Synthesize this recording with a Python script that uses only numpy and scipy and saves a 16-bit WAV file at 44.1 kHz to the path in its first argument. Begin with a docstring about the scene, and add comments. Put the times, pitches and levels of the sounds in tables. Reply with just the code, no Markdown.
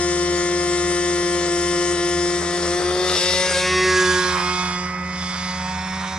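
"""First comes the buzz of a model airplane's two-stroke glow engine, standing at full throttle on grass.
The plane rolls off on a circle, passes close from left to right and climbs away. Exhaust pulses and
propeller blades sound harmonics of the shaft speed; the level follows the distance, the timbre the side
that faces the microphone. Now and then the engine stumbles, loses speed and picks up again.
Two far engines drone under a light breeze."""
import sys
import numpy as np
from scipy import signal
from scipy.fft import rfft, irfft, next_fast_len
from scipy.io import wavfile
from scipy.ndimage import uniform_filter1d, map_coordinates

SR = 44100
rng = np.random.default_rng(int(sys.argv[2]) if len(sys.argv) > 2 else 0)


def to_wav(sig):
    """Store sig (one row per channel, or 1-D mono) as 16-bit WAV at the path in sys.argv[1].

    Samples outside -1..1 are clipped; the rate is SR.
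    """
    pcm = np.clip(np.atleast_2d(sig), -1, 1) * 32767
    pcm = np.round(pcm).astype(np.int16)
    wavfile.write(sys.argv[1], SR, pcm.T)  # frames by channels


N = 272844

# engine stumbles: t/s, shaft speed lost/Hz, rise in uneven firing/dB
STUMBLES = [(1.49, 1.6, 3.5), (1.958, 1.5, 4.5), (2.424, 2.31, 9), (2.605, 3.05, 6.5), (2.666, 3.6, 6),
            (2.82, 2.3, 5), (3.108, 2.39, 3.5), (3.178, 5.3, 6), (3.517, 3.7, 9.5), (4.385, 4.2, 6),
            (4.69, 2.26, 3.5), (5.227, 0.99, 4.5), (5.345, 0.96, 6.5), (6.038, 1.9, 5)]
PULL_UP_S = 4.35  # the climb begins


def airplane(tone_db=-1.97, sag=0.35):
    """Periodic sources: one firing and two blade passes a turn give tones, which sag in a stumble."""
    # side in view: t/s, index (0 standing, 1 nose, 2 front quarter, 3 wingtip, 4 flank,
    # 5 rear quarter, 6 tail, 7 dead astern, 8 aloft)
    aspect = [(2.1, 0), (2.75, 0.5), (3.16, 1.5), (3.2, 2.5), (3.33, 2), (3.53, 3), (3.6, 3), (3.72, 4),
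              (3.82, 4), (3.99, 5), (4.2, 5), (4.5, 6), (4.65, 6), (4.85, 7), (5.25, 7), (5.7, 8)]
    # a row per side, at the nearest distance: exhaust/dB, its uneven firing/dB, whine/dB, hiss/dB
    side_levels = [(-19, -12, -24.5, -23.5), (-21, -6, -30.5, -25), (-21.5, -9.5, -22, -24),
                   (-19.5, -18, -28, -25), (-19.5, -20, -27.5, -30.5), (-19, -13.5, -27.5, -27),
                   (-20.5, -8.5, -28, -28.5), (-23, -7.5, -25, -28), (-20, -6.5, -28.5, -30)]
    # the once-a-turn tone and the twice-a-turn propeller tone: t/s, level/dB
    throb_levels = [(0.13, -37.5), (2.67, -36), (2.82, -41), (4.75, -30.5), (6.15, -32.5)]
    blade_levels = [(0.05, -23), (2.31, -23), (2.39, -26.5), (2.9, -23), (3.15, -25.5), (3.2, -29),
                    (3.58, -36), (3.76, -22.5), (4.02, -21), (5.45, -56), (6.15, -51)]
    turns = np.cumsum(shaft_speed() * (1 + 0.001313 * wobble(30))) / SR
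    firings = np.interp(np.arange(1, int(turns[-1])), turns, np.arange(N))
    view, throb_db, blade_db = curves(aspect) + curves(throb_levels) + curves(blade_levels)
    exhaust_db, uneven_db, whine_db, hiss_db = np.transpose(side_levels) @ facing(view, count=9)
    stumble_db = stumbling()
    sag_db = sag * stumble_db
    throb = amp(throb_db + 0.98 * wobble(16)) * np.sin(2 * np.pi * turns)
    blades = amp(blade_db - sag_db + 0.83 * wobble(22.96)) * np.sin(4 * np.pi * turns)
    tones = amp(tone_db - sag_db) * exhaust_tones(turns, view)
    exhaust = amp(exhaust_db) * (tones + amp(uneven_db + stumble_db) * burble(firings, view))
    side = np.interp(view, [0, 1, 2, 3, 5, 6], [0, 1, 1, 2, 2.2, 3])  # standing, nose, flank, tail
    surge_db = 4.5 * bell(3.17, width_s=.1)  # the exhaust outlet swings past the microphone
    shadow_db = 13 * bell(4.99, width_s=.13)  # from astern the fuselage hides the treble
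    overtones = amp(whine_db - sag_db) * whine(turns, side)
    rush = amp(hiss_db + surge_db + 0.58 * wobble(12)) * hiss(turns, side)
    treble = amp(-shadow_db) * (overtones + rush)
    return np.sqrt(2) * (throb + blades) + nearness() * (exhaust + treble) + cracks() + whistle()


def shaft_speed(falter_s=.011, recover_s=.09, hunt_hz=8.3, hunt_depth_hz=.45):
    """Shaft speed sets the fundamental: it drops in a stumble, recovers slowly and hunts in the climb."""
    # the engine unloads as the plane gathers speed: t/s, f/Hz as heard
    shaft = [(0.0, 175.9), (0.83, 175.8), (1.25, 175.2), (2.44, 175.5), (3.06, 182.4), (3.42, 183.4),
             (3.84, 184.9), (4.27, 181.4), (5.07, 181.3), (5.65, 183.7), (6.19, 189.0)]
    hz, = curves(shaft)
    t = np.arange(N) / SR
    hz += hunt_depth_hz * (t > PULL_UP_S) * np.sin(2 * np.pi * hunt_hz * t + wobble(2))
    for s, lost_hz, _ in STUMBLES:
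        falter = (1 + np.tanh((t - s) / falter_s)) / 2
        hz -= lost_hz * falter * np.exp(-np.maximum(t - s, 0) / recover_s)
    return hz


def stumbling():
    """Aperiodicity: uneven firing rises, in dB, at each stumble and for longer as the plane pulls up."""
    brief_db = sum(db * bell(s, width_s=0.019) for s, _, db in STUMBLES)
    return brief_db + 4.5 * bell(PULL_UP_S, width_s=0.091)


def exhaust_tones(turns, view, smear_rad=1.23, flutter_db=1.5):
    """Directivity: the exhaust radiates a different harmonic spectrum to each side."""
    # relative level/dB of shaft orders 3 to 15
    standing = [-1, -1.5, -18.5, -2, -11, -6.0, -19.5, -1.5, -4, -4.5, -9.5, -21.5, -11.5]
    nose = [-1, 2, -10.5, -7.5, -5, -21, -7.5, -7.5, -4.5, -19, -16, -14, -18]
    quarter = [0, -12, -8.5, -19, -8.5, -21, -19, -13, -1.5, -15, -19, -26, -8]
    wingtip = [1, -17, -12, -12, -22, -14, -2, -17, -14, -6, -10, -13, -14]
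    flank = [-9.5, -14.5, -20, -2.5, -17, -13.5, -10, 0.0, -4, -11, -11, -11, -11]
    rear = [-10.5, -25, -14, -4, -11.5, -9, 1, -9, -13, -19, -14.5, -18, -27]
    tail = [-17, -8, -4.5, -2.5, 1, -8, -14, -15, -12, -0.5, -16, -3, -46]
    astern = [-9, -14, -10.5, -15, 0.5, -19, -22, -9, -4, -3.5, -14, -14, -38]
    aloft = [-10, -6, 1, -9.5, -10, -8.5, -13, -7, -5.5, -6, -10, -12.5, -26]
    spectra = np.transpose([standing, nose, quarter, wingtip, flank, rear, tail, astern, aloft])
    gains = amp(spectra @ facing(view, count=9))
    gains /= np.sqrt(np.sum(gains ** 2, axis=0) / 2)
    orders = 3 + np.arange(len(gains))
    waver_db = 1 + .4 * np.clip(view, 0, 1)  # deeper once the plane moves
    phases = smear_rad * rng.standard_normal(len(orders))
    return sum(g * amp(waver_db * wobble(5.018) + flutter_db * wobble(45))
               * np.sin(2 * np.pi * k * turns + p) for k, g, p in zip(orders, gains, phases))


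def burble(firings, view, slip_chance=.06, low_hz=260, high_hz=2300):
    """Forced resonance: unequal firings and swirling gas ring the muffler between the harmonics."""
    # muffler resonances from ahead and from behind: f/Hz, bandwidth/Hz, level/dB
    modes_ahead = [(370, 104, 0.5), (636, 510, -7.5), (1315, 250, -3.5), (2050, 290, -12)]
    modes_behind = [(1061, 286, 2), (1205, 325, 3.5), (1470, 510, -1.5), (2430, 820, -10.5)]
    behind = np.clip(view - 4, 0, 1)
    # a share of the unevenness is a strong-weak alternation that slips now and then
    share = np.interp(behind[firings.astype(int)], [0, 1], [0.18, 0.56])
    alternation = np.cumprod(np.where(rng.random(len(firings)) < slip_chance, 1, -1))
    scatter = unit(rng.uniform(-1, 1, len(firings)))
    puffs = unit(pulses(firings, np.sqrt(share) * alternation + np.sqrt(1 - share) * scatter))
    swirl = unit(rng.standard_normal(N) + 1.1 * rng.standard_normal((2, N)))
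    gas = filtered(puffs + swirl, lambda f: (1j * f / (1j * f + low_hz) / (1 + 1j * f / high_hz)) ** 2)
    forward = np.sqrt(1 - behind) * unit(resonate(gas, modes_ahead))
    return forward + np.sqrt(behind) * unit(resonate(gas, modes_behind))


def whine(turns, side, lobe_db=8.0, flutter_db=2):
    """Beaming: each high exhaust overtone has narrow beams, so they ring out singly as the plane turns."""
    # standing plane: relative level/dB of shaft orders 16 to 36
    standing_db = [-19, -5, -6, -10.5, -6, -9, -19, -16, -12.5, -17, -13.5, -10.5, -8, -8, 0, -3, -13, -5.5,
                   -6, -16, -7]
    # spectral lobes of the moving plane: f/Hz, level/dB at nose, flank, tail
    lobes = [(2960, -16, -11, -8.5), (3300, 1, 3.5, 4.5), (3570, 4, -4.5, -4.5), (4020, -17, -8.5, -21),
             (4300, -19, -7, -11), (4943, -3, -1.5, 4), (5260, 1.5, -2, -4), (5700, -5, -6, -13),
             (6180, -11, -3.5, -11), (7030, -22, -18, -22)]
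    # the lobes slide upward in the climb: t/s, frequency ratio
    slide = [(5.65, 1.04), (5.92, 1.1), (6.15, 1.17)]
    orders = np.arange(16, 45)
    step = 64  # samples between gain updates
    s = np.arange(0, N, step) / SR
    order_hz = orders[:, None] * np.gradient(turns)[::step] * SR
    log_hz = np.log(order_hz / np.interp(s, *np.transpose(slide)))
    hz, *sides_db = np.transpose(lobes)
    beams_db = lobe_db * np.tanh([wobble(3.425, step) for _ in orders])
    standing = np.pad(standing_db, (0, len(orders) - len(standing_db)), constant_values=min(standing_db))
    moving = [np.interp(log_hz, np.log(hz), db) + beams_db for db in sides_db]
    shapes = amp([np.tile(standing[:, None], len(s))] + moving)
    shapes /= np.linalg.norm(shapes, axis=1, keepdims=True)
    gains = np.sum(shapes * facing(side[::step], count=4)[:, None], axis=0)
    gains *= np.sqrt(2) / np.linalg.norm(gains, axis=0)
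    sound = np.zeros(N)
    for k, gain in zip(orders, gains):
        flutter = amp(flutter_db * (wobble(60, step) + wobble(7, step)) / np.sqrt(2))
        envelope = np.interp(np.arange(N) / SR, s, gain * flutter)
        sound += envelope * np.sin(2 * np.pi * (k * turns + rng.random()))
    return sound


def hiss(turns, side, apart=0.54, pulsing=0.54, low_hz=2100, patchy_db=2.6):
    """Flow noise: gas and blade hiss pulses twice a turn; moving air makes it flutter."""
    # spectrum by side: f/Hz, level/dB standing and at nose, flank, tail
    spectra = [(2470, -7.5, -3.5, -0.5, -3), (3500, -3.5, -1.5, -0.5, 0), (5060, -1, 2.5, -3, 0),
               (6340, 0, -7.5, -6, -3), (9340, 1, -8, -8.5, -10.5), (10840, -23, -11, -12, -18.5)]
    common, left, right = rng.standard_normal((3, N))
    jet = unit((1 + pulsing * np.cos(4 * np.pi * turns)) * (common + apart * np.array([left, right])))
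    hz, s, frames = signal.stft(jet, SR, nperseg=512)
    f, *colours = np.transpose(spectra)
    high_pass = hz ** 4 / (hz ** 4 + low_hz ** 4)
    shapes = np.transpose([unit(high_pass * spectrum(hz, f, db)) for db in colours])
    gain = shapes @ facing(side[np.minimum(s * SR, N - 1).astype(int)], count=4)
    patches = uniform_filter1d(rng.standard_normal(gain.shape), size=4, axis=0)
    patches = unit(uniform_filter1d(patches, size=18, axis=1))
    return signal.istft(frames * gain * amp(patchy_db * patches), SR, nperseg=512)[1][:, :N]


def cracks():
    """Impulse response: a few late, hard firings snap out of the exhaust as damped sinusoids."""
    # hard firings: t/s, peak level/dB
    firings = [(3.098, -7.5), (3.143, -10.5), (3.153, -7), (3.164, -8), (3.175, -9.5), (3.21, -10),
               (3.249, -10.5), (3.26, -10.5), (5.224, -20), (5.344, -19)]
    # their ring: f/Hz, t60/s, level/dB
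    modes = [(3650, .006, 7), (4450, .005, 4), (5150, .003, -3)]
    s, db = np.transpose(firings)
    t = np.arange(SR // 200) / SR
    snap = sum(amp(level - 60 * t / t60) * np.sin(2 * np.pi * hz * t) for hz, t60, level in modes)
    return signal.fftconvolve(pulses(s * SR, amp(db)), snap / np.abs(snap).max())[:N]


def whistle(hz=8780, width_hz=180):
    """Narrow-band noise is heard as a pitch: a thin whistle swells and flickers during the roll."""
    # swells: t/s, width/s, level/dB
    swells = [(2.8, 0.21, -40), (3.2, 0.052, -35), (3.52, 0.095, -32.5)]
    level = sum(amp(db) * bell(s, width_s) for s, width_s, db in swells)
    band = filtered(rng.standard_normal(N), lambda f: np.exp(-((f - hz) / width_hz) ** 2))
    return level * amp(3.73 * wobble(20)) * unit(band)


def nearness(roll_s=2.4, pass_s=3.783, lap_s=6.18, closest_m=10.33, radius_m=13.56):
    """Spherical spreading: gain falls as 1 over distance along the circle, from 1 at the closest point."""
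    angle = 2 * np.pi * (np.maximum(np.arange(N) / SR, roll_s) - pass_s) / lap_s
    return closest_m / np.abs(closest_m + radius_m - radius_m * np.exp(1j * angle))


def ports(x, shade_hz=550):
    """Time and level differences: the nearer microphone port hears sooner and, above the bass, louder."""
    # bearing of the plane: t/s, level left over right/dB, lead of the left port/ms
    bearing = [(0, 5.5, 0.061), (3.4, 4.5, 0.039), (3.8, -1, -0.0026), (4.2, -5.5, -0.033),
               (4.7, -5.5, -0.062), (6.19, -4.5, -0.032)]
    pan_db, lead_ms = curves(bearing)
    bass = filtered(x, lambda hz: 1 / (1 + (hz / shade_hz) ** 2))
    shift = lead_ms * SR / 1000 / 2
    shaded = bass + (x - bass) * amp(np.array([pan_db, -pan_db]) / 2)
    return np.array([map_coordinates(port, [np.arange(N) + side * shift], mode="nearest")
                     for port, side in zip(shaded, (1, -1))])


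def field_echo(x, echo_db=-16, t60=1.0, dull_hz=6000):
    """Scattering: grass and far trees return a faint, dull answer."""
    t = np.arange(SR // 2) / SR
    tail = rng.standard_normal((2, len(t))) * amp(-60 * t / t60)
    wet = signal.fftconvolve(x, tail / np.linalg.norm(tail[0]), axes=1)[:, :N]
    return amp(echo_db) * filtered(wet, lambda hz: hz / (hz + 400) / np.hypot(1, hz / dull_hz))


def far_engines():
    """Attenuation with distance: of two far engines only the firing tones and their octaves carry."""
    # firing tones: t/s, f/Hz, level/dB
    steady = [(0, 79.2, -39.5), (3, 78.8, -40.5), (6.19, 78.4, -42.5)]
    rising = [(0, 82.4, -54), (2.2, 83, -46), (3.5, 83.4, -40), (5, 84.2, -47), (6.19, 83.4, -41)]
    drone = np.zeros(N)
    for rows, octave_db in ((steady, -5.5), (rising, -9)):
        hz, db = curves(rows)
        phase = 2 * np.pi * np.cumsum(hz + 0.17 * wobble(4.62)) / SR
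        tone = np.sin(phase) + amp(octave_db) * np.sin(2 * phase)
        drone += np.sqrt(2) * amp(db + 1.9 * wobble(3.66)) * tone
    return drone


def breeze(level_db=-46, side_db=-15):
    """Wind noise: a low rumble, nearly coherent at both ports, eases off as the gust passes."""
    # rumble: f/Hz, relative spectral level/dB
    rumble = [(15, -53), (30, -5.5), (58, -8.5), (110, -5.5), (250, -9), (700, -15.5), (2000, -76),
              (6000, -91)]
    gust_db = np.linspace(1.5, -3, N) + 1.2 * wobble(2.5)
    mid, side = unit(filtered(rng.standard_normal((2, N)), lambda hz: spectrum(hz, *np.transpose(rumble))))
    return amp(level_db + gust_db) * (mid + amp(side_db) * np.array([side, -side]))


def amp(db):
    """Decibels to amplitude ratio."""
    return 10 ** (np.asarray(db) / 20)


def unit(x):
    """Normalisation to rms 1."""
    return x / np.sqrt(np.mean(x ** 2) + 1e-20)


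def curves(rows):
    """Linear interpolation: one value per sample for each column after the time."""
    s, *cols = np.transpose(rows)
    return [np.interp(np.arange(N) / SR, s, c) for c in cols]


def bell(s, width_s):
    """Gaussian envelope of height 1 around a moment."""
    return np.exp(-((np.arange(N) / SR - s) / width_s) ** 2 / 2)


def wobble(rate, step=1):
    """Smooth random modulation, rate knots a second, read at every step-th sample."""
    return map_coordinates(rng.standard_normal(int(N * rate / SR) + 4), [np.arange(0, N, step) * rate / SR])


def facing(view, count):
    """Linear crossfade: weights of the sides, each fading into its neighbours."""
    return np.maximum(1 - abs(np.clip(view, 0, count - 1) - np.arange(count)[:, None]), 0)


def spectrum(hz, f, db):
    """Spectral envelope: gain at hz, interpolated in dB over log frequency."""
    return amp(np.interp(np.log(hz + 1), np.log(f), db))


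def filtered(x, response):
    """Linear filtering: the spectrum of x times a complex frequency response."""
    m = next_fast_len(N + SR // 4)
    return irfft(rfft(x, m) * response(np.fft.rfftfreq(m, 1 / SR)), m)[..., :N]


def resonate(x, modes):
    """Modal superposition: x through parallel resonances of alternating sign."""
    return filtered(x, lambda f: sum((-1) ** k * amp(db) * 1j * f * width / (hz**2 - f**2 + 1j * f * width)
                                     for k, (hz, width, db) in enumerate(modes)))


def pulses(at, sizes):
    """Band-limited impulses: windowed sincs at fractional sample positions."""
    taps = np.floor(at)[:, None] + np.arange(-7, 9)
    offset = taps - at[:, None]
    shape = np.sinc(offset) * np.cos(np.pi * offset / 16) ** 2
    return np.bincount(np.clip(taps, 0, N).astype(int).ravel(), (sizes[:, None] * shape).ravel(), N + 1)[:N]


def scene():
    """Superposition: the plane, its echo and the background of the open field."""
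    plane = airplane()
    return ports(plane) + field_echo(plane) + far_engines() + breeze()


def record(dry, top_hz=11050):
    """Band limiting: nothing above top_hz is kept."""
    return filtered(dry, lambda hz: hz < top_hz)


dry = scene()
out = record(dry)
to_wav(out)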